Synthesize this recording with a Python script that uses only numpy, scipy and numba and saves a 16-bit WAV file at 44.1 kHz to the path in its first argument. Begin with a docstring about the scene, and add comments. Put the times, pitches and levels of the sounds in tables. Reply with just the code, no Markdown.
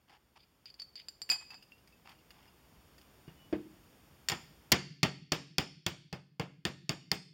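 """Small workshop, hard worktop: small brass blanks are handled, scraped and dropped (damped modes, tick and grit
noise); a hammer is picked up, set on a folded strip, then taps it flat ten times. Each blow slaps the fold shut
(shaped noise), thumps the worktop (modes and noise bands) and rings the room (diffuse tails), over rumble and hiss.
Gain control ducks loud sounds, hiss included, then creeps back up; what is still too loud overloads softly."""
import sys
import numpy as np
from scipy import signal
from scipy.fft import rfft, irfft
from scipy.io import wavfile
from numba import njit

SR = 44100
rng = np.random.default_rng(int(sys.argv[2]) if len(sys.argv) > 2 else 0)


def digitize_waveform(pressure):
    """Quantize a signal to 16-bit integers and store it at the path in sys.argv[1].

    Rows of a 2-D input are taken as channels; values are limited to [-1, 1].
    """
    field = np.atleast_2d(pressure).T
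    bounded = np.clip(field, -1, 1)
    quanta = np.round(bounded * 32767).astype(np.int16)
    wavfile.write(sys.argv[1], SR, quanta)


N = 323253
TIME_S = np.arange(SR) / SR  # span of a single sound

# hammer on the fold, set down in three light contacts, the last pressing the fold onto the worktop, then tapping:
# (time [s], force level [dB], slap level [dB], fold pitch [Hz])
HAMMER_BLOWS = [(4.2860, -50, -25, 5270), (4.2981, -33, -28, 2930), (4.318, -30.5, -35, 5570),
                (4.7186, -1, 4.5, 4470), (5.0302, 0.5, 2, 4480), (5.3196, -4, 3, 5400),
                (5.5823, -3.5, 3, 5390), (5.864, -9, 1.5, 3170), (6.1271, -15, -17.5, 4370),
                (6.3964, -9, -13.5, 4480), (6.6517, -10.5, -6, 4300), (6.8929, -12.5, -6.5, 5160),
                (7.1155, -11, 0.5, 4930)]
# worktop modes, close low pairs beat in the tail: (frequency [Hz], level [dB], t60 [s])
WORKTOP_MODES = [(70.5, -10.5, 0.12), (97, -9, 0.031), (136.9, -25.5, 1), (138.35, -17, 0.87),
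                 (152.54, -21, 0.93), (164.8, 6, 0.088), (184.7, -14.5, 0.56), (234, -7.5, 0.2),
                 (262, -8, 0.082), (280, -28.5, 0.86), (344.3, -4, 0.11), (416.7, -17, 0.13),
                 (788.7, -3.5, 0.078), (1226, -15, 0.032), (1300, -11, 0.012), (1821, -6, 0.085),
                 (2124, -4.5, 0.045), (2742, -9, 0.057), (2660, -15.5, 0.07), (3380, -15.5, 0.12),
                 (4550, -2.5, 0.046), (4890, -13, 0.13)]
# dense, unresolved worktop modes: (frequency [Hz], level [dB], t60 [s])
WORKTOP_CLATTER = [(28.55, -11.5, .15), (70.5, 20.5, 0.14), (302, 17.5, 0.16), (546, 10, 0.19),
                   (990, 6.5, 0.17), (1810, 6, 0.16), (2780, 6, 0.17), (5080, -4, 0.18), (7040, -12, 0.21),
                   (9300, -15, 0.088), (14540, -25, 0.059)]
# fold slapping shut: (frequency [Hz], level [dB])
SLAP_SPECTRUM = [(200, -4), (1000, -10), (2000, 7), (3200, 8.5), (4800, 12), (5700, 10), (7000, 8.5),
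                 (8500, 0.5), (10500, -16.5), (15000, -8)]
# brass blank touched or dropped: (time [s], level [dB], brightness [dB], share of free ring time [0..1])
BLANK_CLINKS = [(0.3637, -72, -3, 0.12), (.657, -37.5, -31, 0.35), (.702, -43, -20, 0.19),
                (0.742, -42.5, -18, 0.18), (0.798, -34, -14, 0.39), (0.8195, -33, -5, 0.32),
                (.956, -37.5, 1, 0.56), (1.085, -31, 10.5, 0.24), (1.2179, -30, 11.5, 0.43),
                (1.292, -32.5, -7, .2), (1.3004, -14, 6.5, 1), (1.3152, -23.5, 10, 0.32),
                (1.5055, -39, -3.5, 0.52), (1.543, -41.5, 3, 0.79), (1.625, -50.5, -5, 0.32),
                (1.7204, -57.5, -21.5, 0.41), (1.875, -57.5, 4, 0.17), (2.093, -52.5, -5, 0.21),
                (2.306, -52, -10, 0.18), (2.981, -56, 6, 0.23), (3.014, -61, 5, .15),
                (4.287, -32, 25, 0.23)]
# brass blank ringing freely: (frequency [Hz], level [dB], t60 [s])
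BRASS_MODES = [(2536, -15, .22), (4549, -9, .2), (4667, -16, .14), (4888, 0, .18), (5150, -19, .08),
               (7225, -17, .14), (7245, -27, .35), (8166, -29, .16), (8522, -33, .24), (11780, -38, .11),
               (13970, -41, .1), (14650, -39, .09)]
# click of a thin edge: (frequency [Hz], level [dB], t60 [s])
EDGE_TICK = [(205, -18, 0.04), (877, -25, 0.021), (1710, -4.5, 0.045), (3000, -6.5, 0.081),
             (5000, -7.5, 0.046), (7700, -16.5, 0.13), (14800, -19, 0.062)]
# brass sliding: (time [s], length [s], level [dB])
BRASS_SCRAPES = [(0.079, .1, -49), (0.356, 0.026, -46.5), (0.382, .07, -57.5), (0.657, 0.05, -49),
                 (0.789, 0.026, -48.5), (0.955, .068, -45.5), (1.294, 0.044, -37.5), (1.323, .05, -45),
                 (1.403, .03, -51), (1.502, 0.057, -49.5), (2.045, 0.099, -54.5), (2.301, 0.2, -63.5)]
# scrape noise: (frequency [Hz], level [dB])
GRIT_SPECTRUM = [(250, -1.5), (570, -10), (780, 9.5), (1400, 3), (2000, 3.5), (3000, 3), (4000, -1.5),
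                 (4900, -0.5), (6500, -9.5), (15000, -27)]
# hammer bumping the worktop as it is picked up:
# (time [s], handle level [dB], worktop level [dB], rattle level [dB])
HAMMER_BUMPS = [(3.279, -60, -47, -54.5), (3.5268, -18, -39, -39.5)]
# hammer handle modes: (frequency [Hz], level [dB], t60 [s])
HANDLE_MODES = [(207, -20, 0.43), (315, -1, 0.076), (341, -3.5, 0.072), (448, -18, 0.16),
                (474, -12.5, 0.094), (560, -3, 0.041), (622, -10.5, 0.071), (741, -20, 0.089)]
# thin squeak of steel dragging: (time [s], length [s], pitch [Hz], level [dB])
STEEL_SQUEAKS = [(3.268, 0.044, 2860, -63), (3.356, 0.14, 2955, -63.5)]
# room tail: (frequency [Hz], level against the direct sound [dB], t60 [s])
WORKSHOP_TAIL = [(60, -14.5, 0.48), (308.7, -10, .55), (530, -14.5, 0.33), (1110, -12.5, 0.31),
                 (2023, -13, 0.49), (3200, -15, 0.6), (4670, -15, 0.61), (6900, -13, 0.39),
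                 (10000, -12, 0.4), (15000, 2.5, 0.084)]
# room rumble and microphone hiss, ahead of the gain control: (frequency [Hz], level [dB])
HISS_SPECTRUM = [(20, -40), (55, -32.5), (100, -47), (150, -45), (300, -50.5), (600, -55.5), (1000, -57),
                 (1800, -61.5), (3000, -62), (5000, -64.5), (6700, -65), (9000, -68), (15500, -69)]
# narrow microphone dips: (frequency [Hz], width [Hz], depth [dB])
MIC_NOTCHES = [(4015, 490, -15.5), (6156, 660, -13.5), (7820, 930, -16), (10150, 1100, -8.5)]

# blow: bass offset, bass and low swell per dB of force
THUMP_DB, THUMP_DB_PER_DB = -4.5, 0.78
# below this force the fold barely meets the worktop: thump lost per dB
HOLLOW_DB, HOLLOW_LOSS_DB_PER_DB = -25, 2.17
# contact time on a flat fold, and what an open fold adds under a 0 dB blow
FLAT_CLOSE_MS, GAP_CLOSE_MS = 0.79, 2.5
FLATTENING = 0.6  # gap shrinks by exp(-FLATTENING) under a 0 dB blow
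# the low ring swells once more after each blow
SWELL_S, SWELL_WIDTH_S, SWELL_HZ, SWELL_DB = 0.194, 0.008, 159.5, -16

# the blank is in the fingers between these times, else on the worktop
HELD_FROM_S, HELD_TO_S = 0.38, 1.26
# lowest mode against the main one: fingers smother it, the worktop drives it
HELD_LOW_DB, RESTING_LOW_DB = -32, 10
# fingers favour the mode just under the main one, and lower the pitch by this share
HELD_PAIR_DB, HELD_SAG = 9.5, 0.0055
# edge click: in the fingers, pinned to the worktop, lying free on it
HELD_TICK_DB, PINNED_TICK_DB, FREE_TICK_DB = -6, 18, -16
# held clicks lose body below the upper corner
HELD_TICK_CORNERS_HZ, HELD_TICK_LOW_DB = (900, 1700), -15
PINNED_RISE = 0.2  # share the lowest mode rises when fully pressed down
# low voice of a scrape
HELD_BODY_DB, RESTING_BODY_DB = -38, 2.5
# ring of a rubbed, held blank, and its share of free ring time
RUB_RING_DB, RUB_FREE = -19.5, 0.08
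# faint random ticks while the blank is nudged into place; NUDGE_FREE is the mean share of free ring time
NUDGE_FROM_S, NUDGE_TO_S = 1.38, 2.5
NUDGE_DB, NUDGE_SCATTER_DB, NUDGE_BRIGHT_DB, NUDGE_FREE = -65.5, 4, -8, 0.34
TOP_HZ = 16000


def hammer(corners_hz=(330, 900, 2400, 4500), spot_db=4.0, spread_hz=1500, detune=0.015,
           slap_db=-1, modes_db=-1, shake_wet_db=-1, slap_count=2):
    """Each blow slaps the fold shut and shakes the worktop; a flatter fold gives shorter slaps."""
    out, gap = np.zeros(N), 1
    hz, mode_db, t60_s = np.transpose(WORKTOP_MODES)
    swell = np.exp(-((TIME_S - SWELL_S) / SWELL_WIDTH_S) ** 2) * np.sin(2 * np.pi * SWELL_HZ * TIME_S)
    for start_s, blow_db, treble_db, fold_hz in HAMMER_BLOWS:
        close_ms = FLAT_CLOSE_MS + GAP_CLOSE_MS * gap * amp(blow_db)
        gap = gap * np.exp(-FLATTENING * amp(blow_db))

        hollow_db = HOLLOW_LOSS_DB_PER_DB * max(HOLLOW_DB - blow_db, 0)
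        thump_db = THUMP_DB_PER_DB * blow_db + THUMP_DB - hollow_db
        # little slap: dull in the worktop too
        upper_db = min(blow_db, treble_db)
        force_db = [thump_db, blow_db, upper_db, (upper_db + treble_db) / 2]

        # the spot struck wanders; only short waves notice
        wander = rng.standard_normal((2, len(hz))) * np.minimum(hz / spread_hz, 1)
        modes = np.transpose([hz * (1 + detune * wander[0]), mode_db + spot_db * wander[1], t60_s])
        body = amp(modes_db) * ring(modes, tilt(WORKTOP_MODES, corners_hz, force_db))
        clatter = wash(WORKTOP_CLATTER, tilt(WORKTOP_CLATTER, corners_hz, force_db))
        closing = TIME_S * 1000 / close_ms
        shake = (1 - np.exp(-2 * closing)) * (clatter - body)

        # a quicker slap packs the same energy into a higher peak
        burst = amp(treble_db + slap_db) * closing * np.exp(1 - closing) / np.sqrt(close_ms)
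        # the slap differs by direction: the first is direct, all feed the room
        slaps = [burst * slap(fold_hz, close_ms) for _ in range(slap_count)]
        slap_room = sum(map(reflections, slaps)) / np.sqrt(slap_count)
        room = slap_room + amp(shake_wet_db) * reflections(shake)
        late_swell = amp(thump_db + SWELL_DB) * swell
        add(out, start_s, slaps[0] + shake + room + late_swell)
    return out


def slap(fold_hz, close_ms, peak_db=6, width_octaves=0.13, crisp_db=4, corners_hz=(6000, 11000)):
    """Noise peaking at the fold's own pitch, crisper the faster the fold closes."""
    points_hz, points_db = np.transpose(SLAP_SPECTRUM)
    hz = np.geomspace(100, SR / 2, 200)
    base = np.interp(np.log(hz), np.log(points_hz), points_db)
    peak = peak_db * np.exp(-(np.log2(hz / fold_hz) / width_octaves) ** 2)
    top = np.interp(hz, corners_hz, [0, -crisp_db * np.log2(close_ms)])
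    return noise(np.transpose([hz, base + peak + top]))


def clinks(corners_hz=(2700, 4550, 4880, 7000), grip_detune=0.018):
    """Fingers damp and detune the blank; dropped, it rings freely; pinned, it mostly ticks."""
    out = np.zeros(N)
    for start_s, db, bright_db, free in BLANK_CLINKS + nudges():
        if held(start_s):
            low_db, pair_db, tick_db, sag = HELD_LOW_DB, HELD_PAIR_DB, HELD_TICK_DB, HELD_SAG
        else:
            low_db, pair_db, sag = RESTING_LOW_DB, 0, 0
            tick_db = np.interp(free, [0, 1], [PINNED_TICK_DB, FREE_TICK_DB])
        damped = max(1 - free, 0)
        pitch_ratio = 1 - sag + grip_detune * damped * rng.standard_normal()
        modes = np.array([(hz * pitch_ratio, mode_db, t60_s * free) for hz, mode_db, t60_s in BRASS_MODES])
        modes[0, 0] *= 1 + PINNED_RISE * (1 - free) ** 2
        # a harder contact trades the lowest mode for the upper ones
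        tone_db = [low_db - bright_db, pair_db, 0, bright_db]
        tone = ring(modes, tilt(BRASS_MODES, corners_hz, tone_db))
        thin_db = tilt(EDGE_TICK, HELD_TICK_CORNERS_HZ, [HELD_TICK_LOW_DB * held(start_s), 0])
        contact = tone + amp(tick_db) * wash(EDGE_TICK, thin_db)
        add(out, start_s, amp(db) * signal.fftconvolve(contact, chatter(np.sqrt(damped))))
    return out


def nudges(count=14):
    """Faint random contacts of the rocking blank, as rows like those of BLANK_CLINKS."""
    rows = []
    for when, size, loose in rng.random((count, 3)):
        start_s = np.interp(when, [0, 1], [NUDGE_FROM_S, NUDGE_TO_S])
        db = NUDGE_DB + NUDGE_SCATTER_DB * (2 * size - 1)
        rows.append((start_s, db, NUDGE_BRIGHT_DB, NUDGE_FREE * (0.5 + loose)))
    return rows


def chatter(strength, count=4, span_s=0.0052, bounce=0.39):
    """Force impulses: a first contact, then a few irregular micro-bounces."""
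    force = np.zeros(SR // 10)
    when_s = rng.uniform(0, span_s, count)
    sizes = bounce * rng.standard_normal(count) * np.exp(-when_s / span_s)
    force[(when_s * SR).astype(int)] = strength * sizes
    force[0] = 1
    return force


def held(time_s):
    """Whether the blank is up in the fingers, which damp it."""
    return HELD_FROM_S < time_s < HELD_TO_S


def scrapes(corners_hz=(900, 2500), grain_db=4, grain_hz=500):
    """An edge catches and slips in uneven grains; a held blank sings along, a resting one gains a low voice."""
    out = np.zeros(N)
    hz, grit_db = np.transpose(GRIT_SPECTRUM)
    blank = ring([(f, db, t60_s * RUB_FREE) for f, db, t60_s in BRASS_MODES])
    for start_s, length_s, db in BRASS_SCRAPES:
        catches_db = np.interp(TIME_S * grain_hz, np.arange(SR), grain_db * rng.standard_normal(SR))
        stroke = np.sqrt(np.maximum(np.sin(np.pi * np.minimum(TIME_S / length_s, 1)), 0))
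        body_db = HELD_BODY_DB if held(start_s) else RESTING_BODY_DB
        spectrum = np.transpose([hz, grit_db + tilt(GRIT_SPECTRUM, corners_hz, [body_db, 0])])
        grit = amp(db + catches_db) * stroke * noise(spectrum)
        add(out, start_s, grit)
        if held(start_s):
            add(out, start_s, amp(RUB_RING_DB) * signal.fftconvolve(grit, blank))
    return out


def bumps(soft_s=0.0043, corners_hz=(200, 900), dull_db=-14,
          rattle_corners_hz=(1500, 6000), rattle_dull_db=-10):
    """The handle lands softly: a hollow knock with a dull rattle of the worktop."""
    out = np.zeros(N)
    for start_s, handle_db, worktop_db, rattle_db in HAMMER_BUMPS:
        handle = ring(HANDLE_MODES, handle_db) * (1 - np.exp(-TIME_S / soft_s))
        body = ring(WORKTOP_MODES, worktop_db + tilt(WORKTOP_MODES, corners_hz, [0, dull_db]))
        rattle_tilt_db = tilt(WORKTOP_CLATTER, rattle_corners_hz, [0, rattle_dull_db])
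        rattle = wash(WORKTOP_CLATTER, rattle_db + rattle_tilt_db)
        add(out, start_s, handle + body + rattle)
    return out


def squeaks(waver=0.0039, waver_hz=200):
    """Stick and slip settle on one unsteady pitch: a wavering sine."""
    out = np.zeros(N)
    for start_s, length_s, hz, db in STEEL_SQUEAKS:
        drift = np.interp(TIME_S * waver_hz, np.arange(SR), rng.standard_normal(SR))
        phase = 2 * np.pi * np.cumsum(hz * (1 + waver * drift)) / SR
        swell = np.sin(np.pi * np.minimum(TIME_S / length_s, 1))
        add(out, start_s, amp(db) * swell * np.sin(phase))
    return out


def reflections(x, first_wall_s=0.013):
    """A diffuse tail of decaying noise, drawn anew at each call, builds up once the nearest walls answer."""
    t60_s = np.array(WORKSHOP_TAIL)[:, 2]
    unit_energy_db = -10 * np.log10(t60_s * SR / (2 * np.log(1000)))
    build_up = 1 - np.exp(-(TIME_S / first_wall_s) ** 2)
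    tail = wash(WORKSHOP_TAIL, unit_energy_db) * build_up
    return signal.fftconvolve(x, tail)[:len(x)]


def hiss():
    """Steady room rumble and microphone hiss as shaped noise."""
    return noise(HISS_SPECTRUM, size=N)


def amp(db):
    """Decibels to gain."""
    return 10 ** (np.asarray(db) / 20)


def fade(t60_s):
    """Exponential decay that loses 60 dB in t60_s."""
    return np.exp(-np.log(1000) * TIME_S / max(t60_s, 1e-3))


def add(track, start_s, sound):
    """Mix a sound into the track."""
    i = max(int(start_s * SR), 0)
    track[i:i + len(sound)] += sound[:N - i]


def colour(x, hz, gains):
    """Filter by gains joined on a log-frequency axis."""
    bins_hz = np.fft.rfftfreq(len(x), 1 / SR)
    return irfft(rfft(x) * np.interp(np.log(bins_hz + 1), np.log(hz), gains), len(x))


def noise(spectrum, size=SR):
    """White noise shaped to (frequency [Hz], level [dB]) points."""
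    hz, db = np.transpose(spectrum)
    fine_hz = np.geomspace(10, SR / 2, 400)
    fine_db = np.interp(np.log(fine_hz), np.log(hz), db)
    return colour(rng.standard_normal(size), fine_hz, amp(fine_db))


def wash(bands, extra_db=0):
    """Dense modes: a noise burst whose overlapping bands each have a level and decay."""
    hz, db, t60_s = np.transpose(bands)
    white = rfft(rng.standard_normal(SR))
    # bin number = Hz, as the burst lasts one second
    place = np.interp(np.log(np.arange(len(white)) + 1), np.log(hz), np.arange(len(hz)))
    out = np.zeros(SR)
    for k, gain in enumerate(amp(db + extra_db)):
        band = irfft(white * np.maximum(1 - abs(place - k), 0), SR)
        out += gain * band * fade(t60_s[k])
    return out


def ring(modes, extra_db=0):
    """Damped sines set off together."""
    hz, db, t60_s = np.transpose(modes)
    gains = amp(db + extra_db)
    return sum(g * np.sin(2 * np.pi * f * TIME_S) * fade(t) for f, g, t in zip(hz, gains, t60_s))


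def tilt(table, corners_hz, corners_db):
    """Level at each row's frequency, joined between corners on a log axis."""
    return np.interp(np.log([row[0] for row in table]), np.log(corners_hz), corners_db)


def scene():
    """All the bench work in its room, over steady rumble and hiss."""
    handling = clinks() + scrapes() + bumps() + squeaks()
    return (hammer() + handling + reflections(handling) + hiss())[None]


@njit
def gain_control(x, start_db, limit, fall_db_per_s, rise_db_per_s, sense_s):
    """Gain drops fast while the output is too loud and creeps back up to unity."""
    y, gain_db, level = np.empty(len(x)), start_db, 0.
    for i in range(len(x)):
        y[i] = x[i] * 10 ** (gain_db / 20)
        level += (min(abs(y[i]), 3 * limit) - level) / (sense_s * SR)
        slope_db_per_s = -fall_db_per_s if level > limit else rise_db_per_s
        gain_db = min(gain_db + slope_db_per_s / SR, 0.)
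    return y


def record(dry, start_db=-10.0, limit=0.094, fall_db_per_s=1810.0, rise_db_per_s=3.38,
           sense_s=0.001, ceiling=0.21, bass_hz=75):
    """Gain control, then soft overload, the microphone's thin bass and dips, top cut."""
    x = gain_control(dry[0], start_db, limit, fall_db_per_s, rise_db_per_s, sense_s)
    x = x / (1 + (x / ceiling) ** 4) ** (1 / 4)
    x = signal.sosfilt(signal.butter(N=3, Wn=bass_hz, btype="high", fs=SR, output="sos"), x)
    for hz, width_hz, depth_db in MIC_NOTCHES:
        band = signal.lfilter(*signal.iirpeak(hz, hz / width_hz, fs=SR), x)
        x = x - (1 - amp(depth_db)) * band
    return signal.sosfilt(signal.ellip(8, 0.2, 70, TOP_HZ, fs=SR, output="sos"), x)[None]


dry = scene()
out = record(dry)
digitize_waveform(out)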